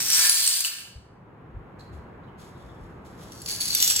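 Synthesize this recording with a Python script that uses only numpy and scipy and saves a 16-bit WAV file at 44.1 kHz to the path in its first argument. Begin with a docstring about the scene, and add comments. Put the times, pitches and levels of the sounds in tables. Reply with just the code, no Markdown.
"""A small live room with a wooden floor. A wide field of plastic dominoes clatters down and dies away;
the scene dissolves to a second layout, where someone steps up barefoot, clothes brushing, and tips over
a new line. Each collision is an impulse: a short broadband crack, then the damped free vibration of the
tiles, two kinds with different natural frequencies. The floor boards resonate under the clatter, and
the room adds reverberation and a dull noise."""
import sys
import numpy as np
from scipy import signal
from scipy.fft import rfft, irfft
from scipy.io import wavfile
from scipy.ndimage import uniform_filter1d

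SR = 44100
rng = np.random.default_rng(int(sys.argv[2]) if len(sys.argv) > 2 else 0)


def wav_out(sig):
    """Save sig, one row per channel (or a flat mono array), as 16-bit PCM at SR to the path in sys.argv[1]."""
    wavfile.write(sys.argv[1], SR, np.round(np.clip(np.atleast_2d(sig).T, -1, 1) * 32767).astype(np.int16))


N = 176400

# spectra of room noise, cloth and a heel's rumble (frequency [Hz], relative level [dB])
AIR_SPECTRUM = [(20, -23.5), (45, -5), (110, 1.5), (180, 0), (250, -6), (400, -5.5), (600, -11.5),
                (1000, -11), (1700, -18.5), (2500, -28), (4000, -42), (6000, -53), (16000, -55)]
CLOTH_SPECTRUM = [(500, -15), (2000, -5), (3500, 4.5), (5000, 1.5), (7500, 0.5), (11000, -1.5),
                  (16000, -16)]
HEEL_SPECTRUM = [(20, -18.5), (45, -4.5), (100, 3.5), (220, -21.5), (800, -38), (4000, -76.5)]
# course of the room noise, and fade of the field in the dissolve (time [s], gain [dB])
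AIR_GAIN = [(0, -2), (0.299, -14), (.65, -19), (.85, -10), (1.3, -3.5), (1.7, -0.5), (2.1, 1), (2.5, 0),
            (3.3, 1.5), (4, -3)]
FIELD_FADE = [(.65, -0.5), (.9, 0), (1.05, -4), (1.4, -11)]
# likeness of the two microphone ports (frequency [Hz], correlation [0-1])
PORT_CORRELATION = [(40, 1), (130, 0.95), (280, 0.9), (550, .45), (1000, .4), (2000, 0.1), (4500, 0.23),
                    (5500, 0.7), (9000, 1), (16000, 1)]
# brushes of cloth and soles (time [s], level [dB], rise [s], decay constant [s])
CLOTH_STROKES = [(1.784, -63.5, .012, 0.055), (1.919, -64.5, 0.016, 0.041), (2.374, -56, 0.03, 0.074),
                 (2.54, -68.5, 0.071, 0.31), (2.81, -72.5, .025, 0.036), (3.045, -58, 0.014, 0.044),
                 (3.13, -54.5, .12, 0.11)]
# faint squeaky scuffs (time [s], level [dB], frequency [Hz])
SQUEAKS = [(2.225, -69.5, 3900), (2.265, -64.5, 2980), (2.36, -66.5, 2430), (2.54, -65, 3640),
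           (2.59, -63, 3500), (2.68, -64, 3470), (2.75, -71, 3380)]
# soft footfalls (time [s], level [dB], frequency [Hz], length [s])
FOOTFALLS = [(.955, -43, 67.3, 0.023), (1.539, -38, 50.4, 0.043), (1.903, -40, 73.5, .06),
             (2.636, -45, 57.3, 0.051), (2.81, -45, 48, 0.042)]
# modes of the boards, a faint plastic tick, a larger piece, and each layout's low and high tiles
# (frequency [Hz], relative level [dB], T60 [s])
BOARD_MODES = [(1040, -10, 0.031), (1385, -5.5, 0.065), (1480, -7, .03), (1643, -0.5, .05),
               (1780, -1.5, .06), (2300, -1, .012)]
TICK_MODES = [(3900, -5, .012), (4120, 1, 0.032), (4210, -2, 0.027), (4430, -5, 0.024), (4630, -4, .012)]
BLOCK_MODES = [(1283, -13.5, .02), (1450, -10.5, 0.018), (1660, -12.5, .03), (2664, -1, .02),
               (2866, 0.5, 0.01215), (2990, 2.5, .018)]
FIELD_TILE_MODES = ([(4250, -6.5, .06), (4620, -3, .06), (8100, -6.5, .01), (10490, 1.5, 0.028),
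                    (10860, -7.5, 0.055)], [(3490, -13.5, .03), (5584, 4, 0.11), (6060, -2.5, .04),
                    (7560, -7, .02), (12900, -6, 0.05), (14100, -7, 0.023)])
LINE_TILE_MODES = ([(4463, 2, 0.034), (4653, -2.5, .035), (6150, -8.5, .025), (9860, -4.5, .012),
                   (10740, -5, .015)], [(3505, -10.5, 0.022), (5648, -0.5, .05), (6200, -8, .025),
                   (7620, -3, .008), (12880, -3.5, .025), (14380, -7, .014)])
# contacts of the tick, and of the larger piece as it rattles to rest (time [s], level [dB])
TICK_CONTACTS = [(1.795, -51), (1.808, -47), (1.823, -55.5)]
BLOCK_BOUNCES = [(.647, -21.5), (.68, -34.5), (.735, -38), (.785, -36.5), (.81, -41), (.852, -45.5),
                 (.88, -52.5)]
# spectrum of the contact crack (frequency [Hz], relative level [dB])
FIELD_CRACK_SPECTRUM = [(200, -54), (500, -24), (1000, -18), (2000, -7.5), (3500, -3), (5000, 1.5),
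                        (8000, 0.5), (10000, 0.5), (12000, -8), (14000, 0.5), (16000, -17.5)]
LINE_CRACK_SPECTRUM = [(200, -26), (500, -26), (1000, -16), (2000, -7), (3500, 0.5), (5000, 4.5),
                       (8000, 3.5), (10000, 0.5), (12000, -0.5), (14000, -4.5), (16000, -10)]
# level of the running clatter (time [s], low tiles [dB], high tiles [dB], boards [dB])
FIELD_CLATTER = [(0, -34, -22.5, -40), (.045, -40, -28.5, -50.5), (.11, -29.5, -23, -43.5),
                 (.17, -23.5, -19.5, -34), (.25, -20.5, -25, -29.5), (.31, -26, -31, -47),
                 (.38, -23.5, -32.5, -57.5), (.5, -24.5, -37.5, -55.5), (.57, -24.5, -36, -48),
                 (.63, -35.5, -47, -61.5), (.65, -24, -42.5, -43), (.71, -43.5, -56.5, -52),
                 (.79, -41.5, -56, -54.5), (.87, -61.5, -72, -62.5), (.94, -75, -90, -93)]
LINE_CLATTER = [(3.31, -55, -76, -90), (3.33, -52.5, -55.5, -69.5), (3.455, -54, -51, -76.5),
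                (3.485, -31, -44.5, -51), (3.53, -31, -52, -53.5), (3.595, -43, -56, -55.5),
                (3.61, -30.5, -43, -56), (3.68, -31, -38, -54), (3.74, -30.5, -38.5, -53.5),
                (3.79, -31.5, -28.5, -60), (3.9, -37, -24, -53), (3.94, -38, -34, -59.5),
                (4, -40, -31, -57)]
# collisions that stand out (time [s], level [dB], share of high tile [0-1], ping frequency [Hz])
FIELD_IMPACTS = [(0.062, -21.5, .8, 6090), (.084, -21.5, 1, 5600), (0.1012, -15, .6, 9730),
                 (.125, -20, .7, 7300), (.146, -17, .6, 8360), (0.294, -9, .05, 10200),
                 (0.3186, -21, .05, 10700), (0.3432, -18, .05, 10140), (0.464, -18, .1, 8200),
                 (0.4749, -12, .1, 8230), (0.4894, -18, .1, 8400), (0.6053, -17.5, .05, 10630),
                 (0.641, -26, 0.22, 8000)]
LINE_IMPACTS = [(3.320, -39.5, 0.35, 5764), (3.418, -35, 0.17, 10500), (3.4598, -27, .3, 4620),
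                (3.489, -34.5, .05, 4640), (3.516, -30, .05, 10900), (3.561, -32.5, .05, 10900),
                (3.604, -25, .05, 4500), (3.608, -23, .05, 10900), (3.616, -22, .05, 4470),
                (3.654, -24.5, .1, 10800), (3.704, -20.5, .1, 4400), (3.729, -23.5, .1, 4450),
                (3.749, -13, 0.72, 12900), (3.7515, -21, .8, 3510), (3.8, -20.5, 1, 12900),
                (3.825, -10.5, .9, 14300), (3.8449, -17, .9, 14000), (3.876, -14.5, 0.95, 7610),
                (3.9, -14.5, 0.71, 7770), (3.9077, -15, .9, 9300), (3.9615, -17, 1, 7510),
                (3.9655, -18.5, .9, 7600), (3.993, -18, 1, 5600)]
# treble phase between the ports (lag [ms], in-phase frequency [Hz], onset frequency [Hz])
FIELD_PORTS, LINE_PORTS = (0.15, 8420, 2100), (-.225, 11300, 1400)

ROOM_T60_S, TREBLE_T60_S, ROOM_DB, ROOM_BUILD_S = 0.71, 0.41, -3, 0.0017
AIR_DB, MAX_CORRELATION, TOP_HZ = -45, .96, 15900
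SCUFF_S, SCUFF_Q, BRUSH_FLICKER_DB = .018, 16, 2.0
DETUNE, SCATTER_DB, CRACK_VARY_DB = 0.0054, 2.5, 3.5  # random spread of pitch, strength and colour
CRACK_S, HIT_CRACK_S, HIT_RISE_S, CONTACT_S = 0.0031, .003, 0.00066, 0.0029
FIELD_RING_DB, LINE_RING_DB, HIT_RING_DB = -3, 0.5, -2  # ring against crack
PING_DB, PING_T60_S = -1.5, .022


def undb(db):
    """Amplitude ratio of a level in decibels."""
    return 10 ** (np.asarray(db) / 20)


def unit(x):
    """Normalisation to unit energy per channel."""
    return x / np.sqrt(np.sum(x ** 2, axis=-1, keepdims=True) + 1e-18)


def curve(points, size):
    """Interpolation of (frequency, value) points over log frequency, at the bins of a transform."""
    hz, value = np.array(points, float).T
    return np.interp(np.log(np.fft.rfftfreq(size, 1 / SR) + 1e-3), np.log(hz), value)


def envelope(points):
    """Amplitude envelope, linear in decibels between (time, gain) points."""
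    return undb(np.interp(np.arange(N) / SR, *np.array(points).T))


def tint(x, points):
    """Minimum-phase filtering: folding the cepstrum gives a causal filter with the given spectrum."""
    size = 2 * x.shape[-1]
    cepstrum = irfft(np.log(undb(curve(points, size))))
    cepstrum[1:size // 2] *= 2
    cepstrum[size // 2 + 1:] = 0
    return irfft(rfft(x, size) * np.exp(rfft(cepstrum)))[..., :size // 2]


def noise(spectrum):
    """Spectral shaping of white noise: two uncorrelated channels of rms 1."""
    return unit(tint(rng.standard_normal((2, N)), spectrum)) * np.sqrt(N)


def add(out, start_s, x):
    """Superposition of a sound from a given time."""
    i = max(int(start_s * SR), 0)
    out[:, i:i + x.shape[1]] += x[:, :max(N - i, 0)]


def air():
    """Ambient noise: mostly low frequencies, louder at the second layout."""
    return noise(AIR_SPECTRUM) * undb(AIR_DB) * envelope(AIR_GAIN)


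def room(x):
    """Reverberation: a diffuse tail follows the direct sound and decays exponentially, treble first."""
    t = np.arange(SR) / SR
    tail = np.zeros((2, SR))
    for band, t60 in (("low", ROOM_T60_S), ("high", TREBLE_T60_S)):
        crossover = signal.butter(2, 5000, band, fs=SR, output="sos")
        tail += signal.sosfilt(crossover, rng.standard_normal((2, SR))) * np.exp(-np.log(1000) * t / t60)
    tail = unit(tail * (1 - np.exp(-t / ROOM_BUILD_S)))
    return x + undb(ROOM_DB) * signal.fftconvolve(x, tail, axes=1)[:, :N]


def ports(x, lag_ms, agree_hz, from_hz):
    """Coherence of two microphone ports: high in the bass, low midway, high but phase-shifted above."""
    hz = np.fft.rfftfreq(N, 1 / SR)
    alike = np.clip(curve(PORT_CORRELATION, N), 0, MAX_CORRELATION)
    phase_shift = np.exp(-2j * np.pi * (hz - agree_hz) * lag_ms / 1000 * (hz > from_hz))
    left, right = rfft(x)
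    mid = left * np.sqrt((1 + alike) / 2)
    side = right * np.sqrt((1 - alike) / 2)
    return irfft(np.array([mid + side, (mid - side) * phase_shift]), N)


def swell(start, rise, fade):
    """Envelope with a linear attack and an exponential decay."""
    t = np.arange(N) / SR - start
    return np.clip(t / rise, 0, 1) * np.exp(-np.maximum(t - rise, 0) / fade)


def brushes():
    """Friction noise: cloth and soles rub unevenly, and a narrow resonance makes each scuff squeak."""
    flicker = unit(uniform_filter1d(rng.standard_normal(N), size=400)) * np.sqrt(N)
    strokes = sum(undb(db) * swell(start, rise, fade) for start, db, rise, fade in CLOTH_STROKES)
    out = strokes * undb(BRUSH_FLICKER_DB * flicker) * noise(CLOTH_SPECTRUM)
    for start, db, hz in SQUEAKS:
        squeak = signal.lfilter(*signal.iirpeak(hz, SCUFF_Q, fs=SR), rng.standard_normal((2, N)))
        out += undb(db) * swell(start, SCUFF_S, SCUFF_S) * unit(squeak) * np.sqrt(N)
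    return out


def steps():
    """Soft impact: a bare heel on the floor excites only a low tone and a rumble."""
    out, t = np.zeros((2, N)), np.arange(SR // 2) / SR
    for start, db, hz, length in FOOTFALLS:
        rumble = noise(HEEL_SPECTRUM)[:, :len(t)]
        pulse = (2 * t / length) * np.exp(1 - 2 * t / length)
        add(out, start, undb(db) * pulse * (1.6 * np.sin(2 * np.pi * hz * t) + 0.7 * rumble))
    return out


def ring(modes, size=4096):
    """Free vibration of a struck piece: a sum of damped modes, each slightly detuned."""
    t = np.arange(size) / SR
    hz, db, t60 = np.array(modes, float).T[:, :, None]
    hz = hz * (1 + DETUNE * rng.standard_normal(hz.shape))
    phase = rng.random((2, len(hz), 1))
    waves = np.sin(2 * np.pi * (hz * t + phase)) * np.exp(-np.log(1000) * t / t60)
    return unit(np.sum(undb(db) * unit(waves), axis=1))


def blow(sound, db):
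    """Hard impact: a quick rise, and the energy of the given level held for CONTACT_S."""
    rise = 1 - np.exp(-np.arange(sound.shape[1]) / SR / HIT_RISE_S)
    return undb(db) * np.sqrt(CONTACT_S * SR) * unit(sound * rise)


def knocks(modes, contacts):
    """Impulse excitation: a piece rings at each contact, a little differently every time."""
    out = np.zeros((2, N))
    for start, db in contacts:
        add(out, start, blow(ring(modes), db))
    return out


def clack(spectrum, tiles, high_share, ring_db, crack_s, size=4096):
    """Contact transient and modal ring of a collision; the crack's colour depends on where tiles touch."""
    hz = np.linspace(200, TOP_HZ, 24)
    base_hz, base_db = np.array(spectrum, float).T
    db = np.interp(np.log(hz), np.log(base_hz), base_db)
    db += CRACK_VARY_DB * np.clip(rng.standard_normal(len(hz)), -2, 2)
    burst = rng.standard_normal((2, size)) * np.exp(-np.arange(size) / SR / crack_s)
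    crack = unit(tint(burst, np.column_stack([hz, db])))
    rings = np.sqrt(1 - high_share) * ring(tiles[0]) + np.sqrt(high_share) * ring(tiles[1])
    return unit(crack + undb(ring_db) * rings)


def clatter(times, db, strike, per_second, variants=14):
    """Incoherent addition: strikes of random timing and strength sum in energy to follow a level curve."""
    count = int(per_second * N / SR)
    starts = (np.arange(count) + 2 * rng.random(count)) / per_second
    scatter = undb(SCATTER_DB * np.clip(rng.standard_normal(count), -2, 2))
    level = undb(np.interp(starts, times, db, left=-np.inf, right=-np.inf))
    strength = unit(scatter) * np.sqrt(N) * level
    choice = rng.integers(variants, size=count)
    sounds = [strike() for _ in range(variants)]
    out = np.zeros((2, N))
    for i in np.flatnonzero(strength):
        add(out, starts[i], strength[i] * sounds[choice[i]])
    return out


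def dominoes(levels, impacts, tiles, spectrum, ring_db, per_second):
    """A chain of impacts: both kinds of tile clatter, the boards resonate, hard collisions stand out."""
    t, low_db, high_db, boards_db = np.array(levels, float).T
    out = clatter(t, low_db, lambda: clack(spectrum, tiles, 0, ring_db, CRACK_S), per_second)
    out += clatter(t, high_db, lambda: clack(spectrum, tiles, 1, ring_db, CRACK_S), per_second)
    out += clatter(t, boards_db, lambda: ring(BOARD_MODES), per_second)
    for start, db, high_share, hz in impacts:
        ping = undb(PING_DB) * ring([(hz, 0, PING_T60_S)])
        collision = clack(spectrum, tiles, high_share, HIT_RING_DB, HIT_CRACK_S)
        add(out, start, blow(collision + ping, db))
    return out


def scene():
    """Superposition of the two layouts: the field falls and fades, then come steps and the new line."""
    field = dominoes(FIELD_CLATTER, FIELD_IMPACTS, FIELD_TILE_MODES, FIELD_CRACK_SPECTRUM,
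                     FIELD_RING_DB, per_second=420)
    field += knocks(BLOCK_MODES, BLOCK_BOUNCES)
    line = dominoes(LINE_CLATTER, LINE_IMPACTS, LINE_TILE_MODES, LINE_CRACK_SPECTRUM,
                    LINE_RING_DB, per_second=330)
    line += brushes() + knocks(TICK_MODES, TICK_CONTACTS)
    first = room(field) * envelope(FIELD_FADE)
    second = room(line) + steps() + air()
    return ports(first, *FIELD_PORTS) + ports(second, *LINE_PORTS)


def record(dry):
    """Band limiting: a steep low-pass filter removes the highest treble."""
    return signal.sosfilt(signal.ellip(10, .2, 70, TOP_HZ, fs=SR, output="sos"), dry)


dry = scene()
out = record(dry)
wav_out(out)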